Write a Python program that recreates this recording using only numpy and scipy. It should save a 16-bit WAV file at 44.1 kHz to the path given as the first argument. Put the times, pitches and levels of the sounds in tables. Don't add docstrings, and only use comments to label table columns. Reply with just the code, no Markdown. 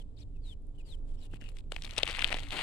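import sys
import numpy as np
from scipy import signal
from scipy.fft import rfft, irfft
from scipy.io import wavfile

SR = 44100
rng = np.random.default_rng(int(sys.argv[2]) if len(sys.argv) > 2 else 0)


def transcribe(u):
    v = np.clip(np.atleast_2d(u).T, -1, 1)
    q = np.round(v * 32767).astype(np.int16)
    wavfile.write(sys.argv[1], SR, q)


N = 115542


def from_db(db):
    return 10 ** (np.asarray(db) / 20)


def rms_one(x):
    return x / np.sqrt(np.mean(x ** 2) + 1e-20)


def at_hz(points, hz):
    table = np.array(points)
    return np.interp(np.log(hz), np.log(table[:, 0]), table[:, 1])


def spectrum_hz():
    return np.arange(N // 2 + 1) * SR / N + 1e-3


def shape(x, points):
    hz = spectrum_hz()
    inside = (hz > points[0][0] / 2) & (hz < points[-1][0] * 2)
    return irfft(rfft(x) * from_db(at_hz(points, hz)) * inside, N)


def pair(a, b, alike, right_db, lead):
    hz = spectrum_hz()
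    likeness = np.clip(at_hz(alike, hz), 0, 1)
    shared = likeness * np.exp(-1j * at_hz(lead, hz)) * rfft(a)
    unrelated = np.sqrt(1 - likeness ** 2) * rfft(b)
    right = irfft((shared + unrelated) * from_db(at_hz(right_db, hz)), N)
    return np.array([a, right])


def drift(rate_hz):
    r = np.exp(-2 * np.pi * rate_hz / SR)
    noise = rng.standard_normal(N + SR)
    return rms_one(signal.lfilter([1], [1, -2 * r, r * r], noise)[SR:])


def ring(x, hz, t60):
    r, w = from_db(-60 / (t60 * SR)), 2 * np.pi * hz / SR
    return signal.lfilter([0, np.sin(w)], [1, -2 * r * np.cos(w), r * r], x + 1e-18)


def narrow(hz, width_hz):
    noise = rng.standard_normal((2, N + SR))
    return rms_one(ring(noise, hz, np.log(1000) / (np.pi * width_hz))[:, SR:])


def burst(t, hz, rise, fall, phase):
    bell = np.exp(-(t / np.where(t < 0, rise, fall)) ** 2)
    return bell * np.cos(2 * np.pi * hz * t + phase)


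def add(out, s, x):
    i = int(s * SR)
    out[..., i:i + x.shape[-1]] += x[..., :out.shape[-1] - i]


# frequency in Hz, level in dB per Hz.
RUMBLE_COLOUR = [(7.1, -9), (12, -6), (33, -8), (42, -16.5), (49, -10.5), (86, -15), (124, -26.5),
                 (253, -30), (281, -35), (311, -36.5), (406, -34), (1600, -62), (2080, -76), (3520, -120)]
RUMBLE_DB = -46.5
# time in seconds, level in dB.
MURMUR = [(0.0, -75), (0.516, -77.5), (0.852, -73.5), (1.06, -70.5), (1.548, -72.5), (1.7, -76)]
# frequency in Hz, rate of wavering in Hz, middle level in dB.
ENGINE_LINES = [(25.62, 1.35, -45.5), (54.5, 1.45, -54.5), (78.47, 3.9, -60.5), (102.3, 1.66, -60),
                (139.5, 5.2, -64), (285.1, 3.4, -69.5)]
ENGINE_WANDER_RAD, ENGINE_WAVER_DB = 1.75, 4


def rumble():
    t = np.arange(N) / SR
    noise = from_db(RUMBLE_DB) * rms_one(shape(rng.standard_normal((2, N)), RUMBLE_COLOUR))
    low = signal.sosfiltfilt(signal.butter(2, 500, fs=SR, output="sos"), noise)
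    s, db = np.transpose(MURMUR)
    out = low + from_db(np.interp(t, s, db - db.mean())) * (noise - low)
    for hz, waver_hz, db in ENGINE_LINES:
        for side in out:
            phase = 2 * np.pi * (hz * t + rng.random()) + ENGINE_WANDER_RAD * drift(waver_hz)
            level = from_db(db + ENGINE_WAVER_DB * drift(waver_hz))
            side += np.sqrt(2) * level * np.sin(phase)
    return out


# frequency in Hz, level in dB.
AIR_COLOUR = [(900, 4), (1300, -4.2), (2000, 2.5), (3500, 8.5), (5500, -1), (8000, -5), (11000, -8.5),
              (15500, -28)]
# resonance in Hz, width in Hz, level in dB relative to INSECT_DB.
INSECT_BANDS = [(6800, 37, -46), (7270, 73, 0), (7640, 43, -0.5), (8140, 320, -0.5), (8760, 100, -0.5),
                (9000, 42, -13.5)]
AIR_DB, INSECT_DB = -71, -81.5


def treble():
    air = from_db(AIR_DB) * rms_one(shape(rng.standard_normal((2, N)), AIR_COLOUR))
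    whirr = sum(from_db(db) * narrow(hz, width_hz) for hz, width_hz, db in INSECT_BANDS)
    return air + from_db(INSECT_DB) * whirr


# start in seconds, end in seconds, rise in seconds, gain in dB.
SWELLS = [(-.05, 0.027, .02, 4.5), (0.16, 0.236, .025, 2.5), (.352, 0.37, 0.016, -2.5),
          (0.419, 0.539, 0.045, 5), (0.748, 0.766, .008, -5), (0.775, 0.818, .015, 1),
          (0.844, 0.954, 0.024, 6.5), (0.966, 0.992, .008, -5.5), (1.045, 1.121, 0.045, 0.5),
          (1.13, 1.158, .008, 0.5), (1.148, 1.268, 0.075, 6.5), (1.29, 1.37, 0.045, 5.2),
          (1.393, 1.505, 0.019, 3.7), (1.509, 1.529, .004, -2), (1.534, 1.607, 0.021, 2.5),
          (1.696, 2.7, 0.019, 7.03)]
SHUT_DB, CUT_S, FLICKER_DB = -12.5, 0.0058, 0.5


def swell():
    t, level_db = np.arange(N) / SR, np.full(N, float(SHUT_DB))
    for start, end, rise, db in SWELLS:
        openness = np.clip(np.minimum((t - start) / rise, (end + CUT_S - t) / CUT_S), 0, 1)
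        level_db = np.maximum(level_db, SHUT_DB + (db - SHUT_DB) * openness)
    return from_db(level_db + FLICKER_DB * drift(20))


# time in seconds, pitch in Hz, level in dB before panning.
WHISTLES = [
    [(0.0, 3500, -62), (0.01, 3350, -74), (0.018, 3070, -62), (0.026, 2940, -76), (0.034, 2980, -111)],
    [(0.338, 2810, -100), (0.35, 2880, -84), (0.368, 2575, -72), (0.378, 2480, -90)],
    [(0.405, 5060, -102), (0.437, 4400, -72.5), (0.451, 4070, -70), (0.501, 3560, -59.5),
     (0.533, 3000, -61), (0.542, 2976, -84)],
    [(0.776, 2990, -85), (0.784, 2980, -67), (0.794, 2958, -71), (0.808, 2550, -64), (0.816, 2453, -73),
     (0.824, 2435, -84)],
    [(0.845, 4790, -90), (0.855, 4780, -76.5), (0.905, 4020, -64.5), (0.925, 3605, -60),
     (0.947, 3058, -61.5), (0.958, 2930, -82)],
]
# time in seconds, fundamental in Hz, level in dB before overtones and panning.
WARBLE = [(.16, 820, -94), (.17, 659, -73), (.178, 516, -70), (.183, 519, -71.5), (.19, 733, -66),
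          (.2, 812, -73), (.21, 856, -70), (.214, 780, -69), (.219, 573, -70), (.226, 655, -70.5),
          (.232, 520, -69), (.238, 527, -102)]
# multiple of the fundamental, level in dB.
WARBLE_ORDERS = [(3, -3), (4, -7), (5, -16), (6, -8), (7, -3)]
# frequency in Hz, gain in dB.
THROAT = [(1500, -22), (2000, -23), (2500, -2.5), (3000, 1), (3600, 5), (4600, 3.5), (6000, -0.5)]
# start in seconds, length in seconds, from Hz, to Hz,
# level in dB before panning.
FAR_CALLS = [(0.745, 0.022, 3050, 3000, -82), (0.835, 0.027, 3000, 2830, -82),
             (1.179, 0.052, 5500, 4300, -76), (1.212, 0.045, 4200, 3520, -69.5),
             (1.17, 0.11, 3110, 2870, -74.5), (1.31, 0.066, 2820, 2680, -69),
             (1.403, 0.11, 2830, 2710, -63.5)]
BIRD_PAN_DB, BIRD_LAG_S, BIRD_ROUGH = 6.5, .0005, 0.24
FAR_BLUR_HZ, FAR_WANDER_HZ = 160, 50


def near_call(t, rows, orders):
    s, hz, db = np.transpose(rows)
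    edge = np.clip(np.minimum(t - s[0] + .003, s[-1] + 0.0058 - t) / 0.0024, 0, 1)
    pitch = np.interp(t, s, hz)
    phase = 2 * np.pi * np.cumsum(pitch) / SR
    tone = 0
    for k, order_db in orders:
        throat_db = at_hz(THROAT, k * pitch) if k > 1 else 0
        tone = tone + from_db(order_db + throat_db) * np.sin(k * phase)
    return np.sqrt(2) * edge * from_db(np.interp(t, s, db)) * tone


def birds():
    out, t = np.zeros(N), np.arange(N) / SR
    rough = 1 + BIRD_ROUGH * drift(300)
    for whistle in WHISTLES:
        out += near_call(t, whistle, [(1, 0)])
    out += near_call(t, WARBLE, WARBLE_ORDERS)
    blur, wander_hz = drift(FAR_BLUR_HZ), FAR_WANDER_HZ * drift(38.4)
    for s, length, from_hz, to_hz, db in FAR_CALLS:
        u = np.clip((t - s) / length, 0, 1)
        envelope = 2 * np.sqrt(np.sin(np.pi * u).clip(0))
        phase = 2 * np.pi * np.cumsum(from_hz + (to_hz - from_hz) * u + wander_hz) / SR
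        out += from_db(db) * envelope * blur * np.sin(phase)
    out *= rough
    left = np.interp(t - BIRD_LAG_S, t, out) * from_db(BIRD_PAN_DB)
    return np.array([left, out * from_db(-BIRD_PAN_DB)])


# time in seconds, height in dB before panning.
TICKS = [(0.622, -71), (0.6694, -65), (0.695, -74), (0.7587, -76), (0.7876, -64), (0.864, -63),
         (0.892, -63), (0.9044, -58), (0.95, -63), (1.2353, -56), (1.2547, -56.5), (1.3139, -62.5),
         (1.3428, -57.5), (1.3594, -60), (1.4962, -53.5), (1.5164, -62)]
TICK_HZ, TICK_T60_S, TICK_PAN_DB = 9360, 0.0018, -11.5


def ticks():
    clicks = np.zeros(N)
    for s, db in TICKS:
        clicks[int(s * SR)] = from_db(db)
    return ring(clicks, TICK_HZ, TICK_T60_S) * from_db([[TICK_PAN_DB], [-TICK_PAN_DB]])


# time in seconds, level in dB,
# gain of the low part in dB, grains per second before clumping.
GRIND = [(1.3, -67.5, 4.5, 640), (1.5, -67.5, 2.5, 580), (1.62, -67.5, 7, 390), (1.711, -78, 2, 1280),
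         (1.72, -60.5, 11.5, 860), (1.81, -66.5, -12, 860), (1.85, -56, 1, 1630), (1.9, -58, -3, 980),
         (1.96, -57.5, 4.5, 2100), (1.975, -47.5, -25, 1800), (2.061, -52, 1, 2660), (2.089, -43, -4, 2200),
         (2.2, -48.5, -2.5, 1950), (2.328, -42.5, -0.5, 2000), (2.398, -55.5, 2, 1800),
         (2.41, -54, 5, 4300), (2.498, -61, -19, 1740), (2.521, -42.5, 4, 5100), (2.562, -41.5, 5.7, 7900),
         (2.62, -39, -6, 6600)]
# frequency in Hz, gain in dB.
GRIT = [(180, 1), (300, -6.5), (440, -10.5), (502, -10.5), (678, -9.5), (946, -8), (1690, -8.5), (1900, -2),
        (2880, 0), (4440, -6.5), (5520, -22), (8500, -14.5), (16000, -40.5)]
GRAIN_SPREAD_DB, GRAIN_CYCLES = 4.0, 3.55
CLUMP_DB, CLUMP_DRIFT_HZ, CLUMPY_BELOW_PER_S = 3.5, 90, 2000


def grind():
    s, *columns = np.transpose(GRIND)
    db, low_db, rate = (np.interp(np.arange(N) / SR, s, c) for c in columns)
    clump_db = CLUMP_DB * np.minimum(CLUMPY_BELOW_PER_S / rate, 1) * drift(CLUMP_DRIFT_HZ)
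    born = rng.random((2, N)) < rate * from_db(clump_db) / SR
    size = from_db(GRAIN_SPREAD_DB * np.minimum(rng.exponential(1, (2, N)), 4))
    grains = born * size * rng.choice([-1, 1], (2, N)) / np.sqrt(rate)
    dealt = rng.integers(0, 10, (2, N))
    rings = np.zeros((2, N))
    for k, hz in enumerate(np.geomspace(500, 13000, 10)):
        struck = grains * (abs(dealt - k) <= 1)
        slope = np.diff(ring(struck, hz, GRAIN_CYCLES / hz), prepend=0)
        rings += np.sqrt(hz) * slope / np.sin(np.pi * hz / SR)
    x = rms_one(shape(rings, GRIT))
    bass = signal.sosfilt(signal.butter(2, 1100, fs=SR, output="sos"), x)
    started = np.arange(N) > s[0] * SR
    return started * from_db(db) * (x + (from_db(low_db) - 1) * bass)


# time in seconds before THUD_LATE_S, peak in dB before THUD_DB
# and panning, pitch in Hz.
THUDS = [(1.334, -38.5, 270), (1.41, -62.5, 252), (1.419, -46.5, 305), (1.719, -32, 528), (1.732, -48, 920),
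         (1.762, -38.5, 750), (1.978, -27.5, 486), (1.985, -28, 860), (2.03, -21.5, 556),
         (2.073, -32, 1070), (2.095, -35.5, 540), (2.183, -29.5, 990), (2.219, -33, 1190),
         (2.274, -60, 326), (2.302, -35, 516), (2.325, -30.5, 638), (2.34, -26.5, 760), (2.365, -38.5, 541),
         (2.385, -39.5, 676), (2.59, -28.5, 780), (1.335, -39.5, 143), (1.335, -44, 670),
         (2.341, -34.5, 300)]
THUD_RISE_CYCLES, THUD_FALL_CYCLES = 0.17, 1.32
THUD_LATE_S, THUD_DB = 0.00308, -1.7
THUD_PAN_DB, THUD_LAG_S = .8, 0.00011


def thuds():
    out, t = np.zeros((2, N)), np.arange(-512, 1536) / SR - [[0], [THUD_LAG_S]]
    for s, db, hz in THUDS:
        knock = burst(t, hz, THUD_RISE_CYCLES / hz, THUD_FALL_CYCLES / hz, 0)
        add(out, s + THUD_LATE_S - 512 / SR, from_db(db + THUD_DB) * knock)
    return out * from_db([[THUD_PAN_DB], [-THUD_PAN_DB]])


# time in seconds, level in dB before SNAP_DB, ring in Hz,
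# edge in dB and sparkle in dB, both relative to the ring.
SNAPS = [(1.3373, -40.5, 1600, -28, -22), (1.4133, -35.5, 2140, -7.5, -34), (1.4217, -41.5, 1730, -23, -34),
         (1.5678, -41.5, 3200, -26, -27), (1.5699, -37.5, 2600, -24, -25), (1.5861, -38, 3050, -20, 0),
         (1.591, -45.5, 2860, -24, -1), (1.7197, -30, 3320, -9, -6), (1.7212, -19.5, 3180, -26, -28),
         (1.7226, -26.5, 3000, -50, -26), (1.759, -49, 2660, -17, -28), (1.7632, -24, 3240, -19, -43),
         (1.7647, -19, 2480, -38, -45), (1.8221, -24, 3300, -10, -16), (1.8372, -29, 3060, -12, -21),
         (1.8461, -28, 2720, -26, -6), (1.8482, -24, 3240, -24, -21), (1.8515, -24, 3500, -21, -24),
         (1.8654, -34, 2830, -8, -12), (1.9092, -26, 3270, -10, -12), (1.965, -25.5, 2960, -11, -17),
         (1.9805, -14.5, 3080, -6, -5), (1.983, -16, 3460, -9, -12), (1.9848, -30, 3040, -15, -10),
         (1.9869, -12, 3380, -21, -15), (1.9991, -35, 3260, -16, 2), (2.0178, -53, 2580, -19, -22),
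         (2.0256, -31, 3310, -17, -21), (2.0317, -10, 2900, -11.5, -17), (2.0336, -2.5, 3450, -29, -28),
         (2.0351, -25, 3380, -25, -34), (2.0556, -26.5, 3110, -14, -5), (2.0654, -28, 2680, -17, -19),
         (2.0682, -19.5, 2570, -28, -29), (2.0766, -16.5, 2870, -18, -22), (2.0777, -19, 3010, -20, -12),
         (2.0866, -27.5, 3070, -16, -5), (2.0977, -22, 2220, -5.5, -18), (2.1137, -27, 2920, -5, -19),
         (2.1289, -37, 2750, -15, -31), (2.1614, -26, 3350, -9, -24), (2.1658, -33, 2780, -27, -25),
         (2.1703, -24.5, 2050, -23, -12), (2.1864, -37, 1730, -17, -2), (2.1929, -12, 2470, -15.5, -22),
         (2.1957, -22, 2570, -20, -13), (2.2068, -21, 2900, -20, -16), (2.2194, -14, 3480, -23, -15),
         (2.2231, -10, 2830, -24, -26), (2.2244, -18, 1780, -26, -31), (2.2398, -29, 3450, -22, -28),
         (2.2446, -1, 3060, -22, -22), (2.2669, -32, 3180, -12, -19), (2.2732, -28, 2820, -6, -17),
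         (2.2757, -25, 2430, -14, -6), (2.3048, -28, 2520, -10, -31), (2.3216, -30, 1880, -18, -4),
         (2.3274, -10, 2320, -16, -19), (2.3417, -33, 2210, -13, -10), (2.3434, -15.5, 3330, -14, -65),
         (2.3683, -24.5, 2160, -13.5, -18), (2.3698, -27, 2440, -16, -9), (2.3865, -22.5, 2420, -17, -17),
         (2.3947, -24, 3500, -27, -27), (2.4036, -30, 3020, -14, -23), (2.434, -30.5, 2980, -23, -20),
         (2.5072, -20.5, 3260, -29, -37), (2.5203, -26, 2900, -32, -43), (2.523, -20.5, 3030, -34, -36),
         (2.5302, -24, 2500, -21, -15), (2.539, -27, 2600, -25.5, -34), (2.5715, -29, 2440, -31, -32),
         (2.5901, -29, 1840, -30, -31), (2.5919, -15, 2740, -25, -19), (2.6097, -32, 2300, -33, -25),
         (1.4405, -42.5, 2680, -23, -20), (1.453, -46, 1930, -23, -20), (1.4895, -39, 3300, -24, -5),
         (1.733, -44, 1600, -13, -36), (1.9797, -15.5, 2840, -5.5, -18), (1.9814, -14.5, 3540, -25, -3),
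         (1.9879, -19, 3800, -11, -13), (1.7205, -26, 1460, -23, -1), (1.874, -38, 2600, -14, -18),
         (1.894, -34, 2500, -11, -16), (1.745, -41, 3400, -14, -21), (1.935, -33.5, 2500, -9, -15),
         (2.4295, -54, 2600, -19, -17), (2.4865, -35, 3280, -12, -18)]
SNAP_DB, SNAP_TOP_HZ = -1.53, 10400
SNAP_RISE_CYCLES, SNAP_FALL_CYCLES = .65, 1.25
EDGE_HZ, SPARKLE_HZ, BRIGHT_S = 5420, 8500, .00045
SCATTER_DB, SCATTER_PER_DB = -29.5, 0.89
SCATTER_S, SCATTER_CYCLES = 0.0014, 6


def snaps():
    out, t = np.zeros((2, N)), np.arange(-64, 448) / SR
    draws = rng.standard_normal((len(SNAPS), 2, len(t) + 3))
    for (s, db, hz, edge_db, sparkle_db), draw in zip(SNAPS, draws):
        phase = np.pi * draw[:, :3, None]
        x = burst(t, hz, SNAP_RISE_CYCLES / hz, SNAP_FALL_CYCLES / hz, phase[:, 0])
        x += from_db(edge_db) * burst(t, EDGE_HZ, BRIGHT_S / 2, BRIGHT_S, phase[:, 1])
        x += from_db(sparkle_db) * burst(t, SPARKLE_HZ, BRIGHT_S / 2, BRIGHT_S, phase[:, 2])
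        scatter = np.diff(draw[:, 2:]) * (t > 0) * np.exp(-t / SCATTER_S)
        grit = ring(scatter, hz, SCATTER_CYCLES / hz)
        share = from_db(SCATTER_DB - SCATTER_PER_DB * db)
        snap = (x + share * grit) / np.sqrt(1 + share ** 2)
        add(out, s + t[0], from_db(db + SNAP_DB) * snap)
    return signal.sosfilt(signal.butter(2, SNAP_TOP_HZ, fs=SR, output="sos"), out)


# frequency in Hz, gain in dB.
SHADOW = [(300, -1), (700, -3), (1400, -8), (3000, -12), (6000, -9), (10000, -10), (15000, -7)]
# frequency in Hz, likeness from 0 to 1.
NEAR_ALIKE = [(300, .97), (700, .93), (1400, .8), (3000, .75), (7000, .4), (15000, .3)]
FAR_ALIKE = [(25, 1), (60, 0.3), (125, 1), (300, 0.84), (600, 0.71), (1200, 0), (3000, 0), (15000, 0)]
# frequency in Hz, lead in radians.
NEAR_LEAD = [(200, 1.2), (500, -0.54), (1000, 1.9), (1400, 0.18), (2200, 1.58), (4000, 0.21), (5000, 0.74)]
FAR_LEAD = [(25, 0.1), (60, 0.9), (125, 0.28), (300, 0.12), (700, 0.29)]
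# frequency in Hz, left minus right in dB.
FAR_BALANCE = [(25, -3.5), (60, 0.5), (300, -0.15), (1300, 2.5), (3000, 6.5), (8000, 4), (15000, -5)]


def scene():
    opening = swell()
    far_right_db = [(hz, -db) for hz, db in FAR_BALANCE]
    far = pair(*(opening * treble() + rumble()), FAR_ALIKE, far_right_db, FAR_LEAD)
    shoe = pair(*(snaps() + opening * grind()), NEAR_ALIKE, SHADOW, NEAR_LEAD)
    return far + birds() + ticks() + shoe + thuds()


def record(dry):
    return signal.sosfilt(signal.cheby2(14, 60, 16300, fs=SR, output="sos"), dry)


dry = scene()
out = record(dry)
transcribe(out)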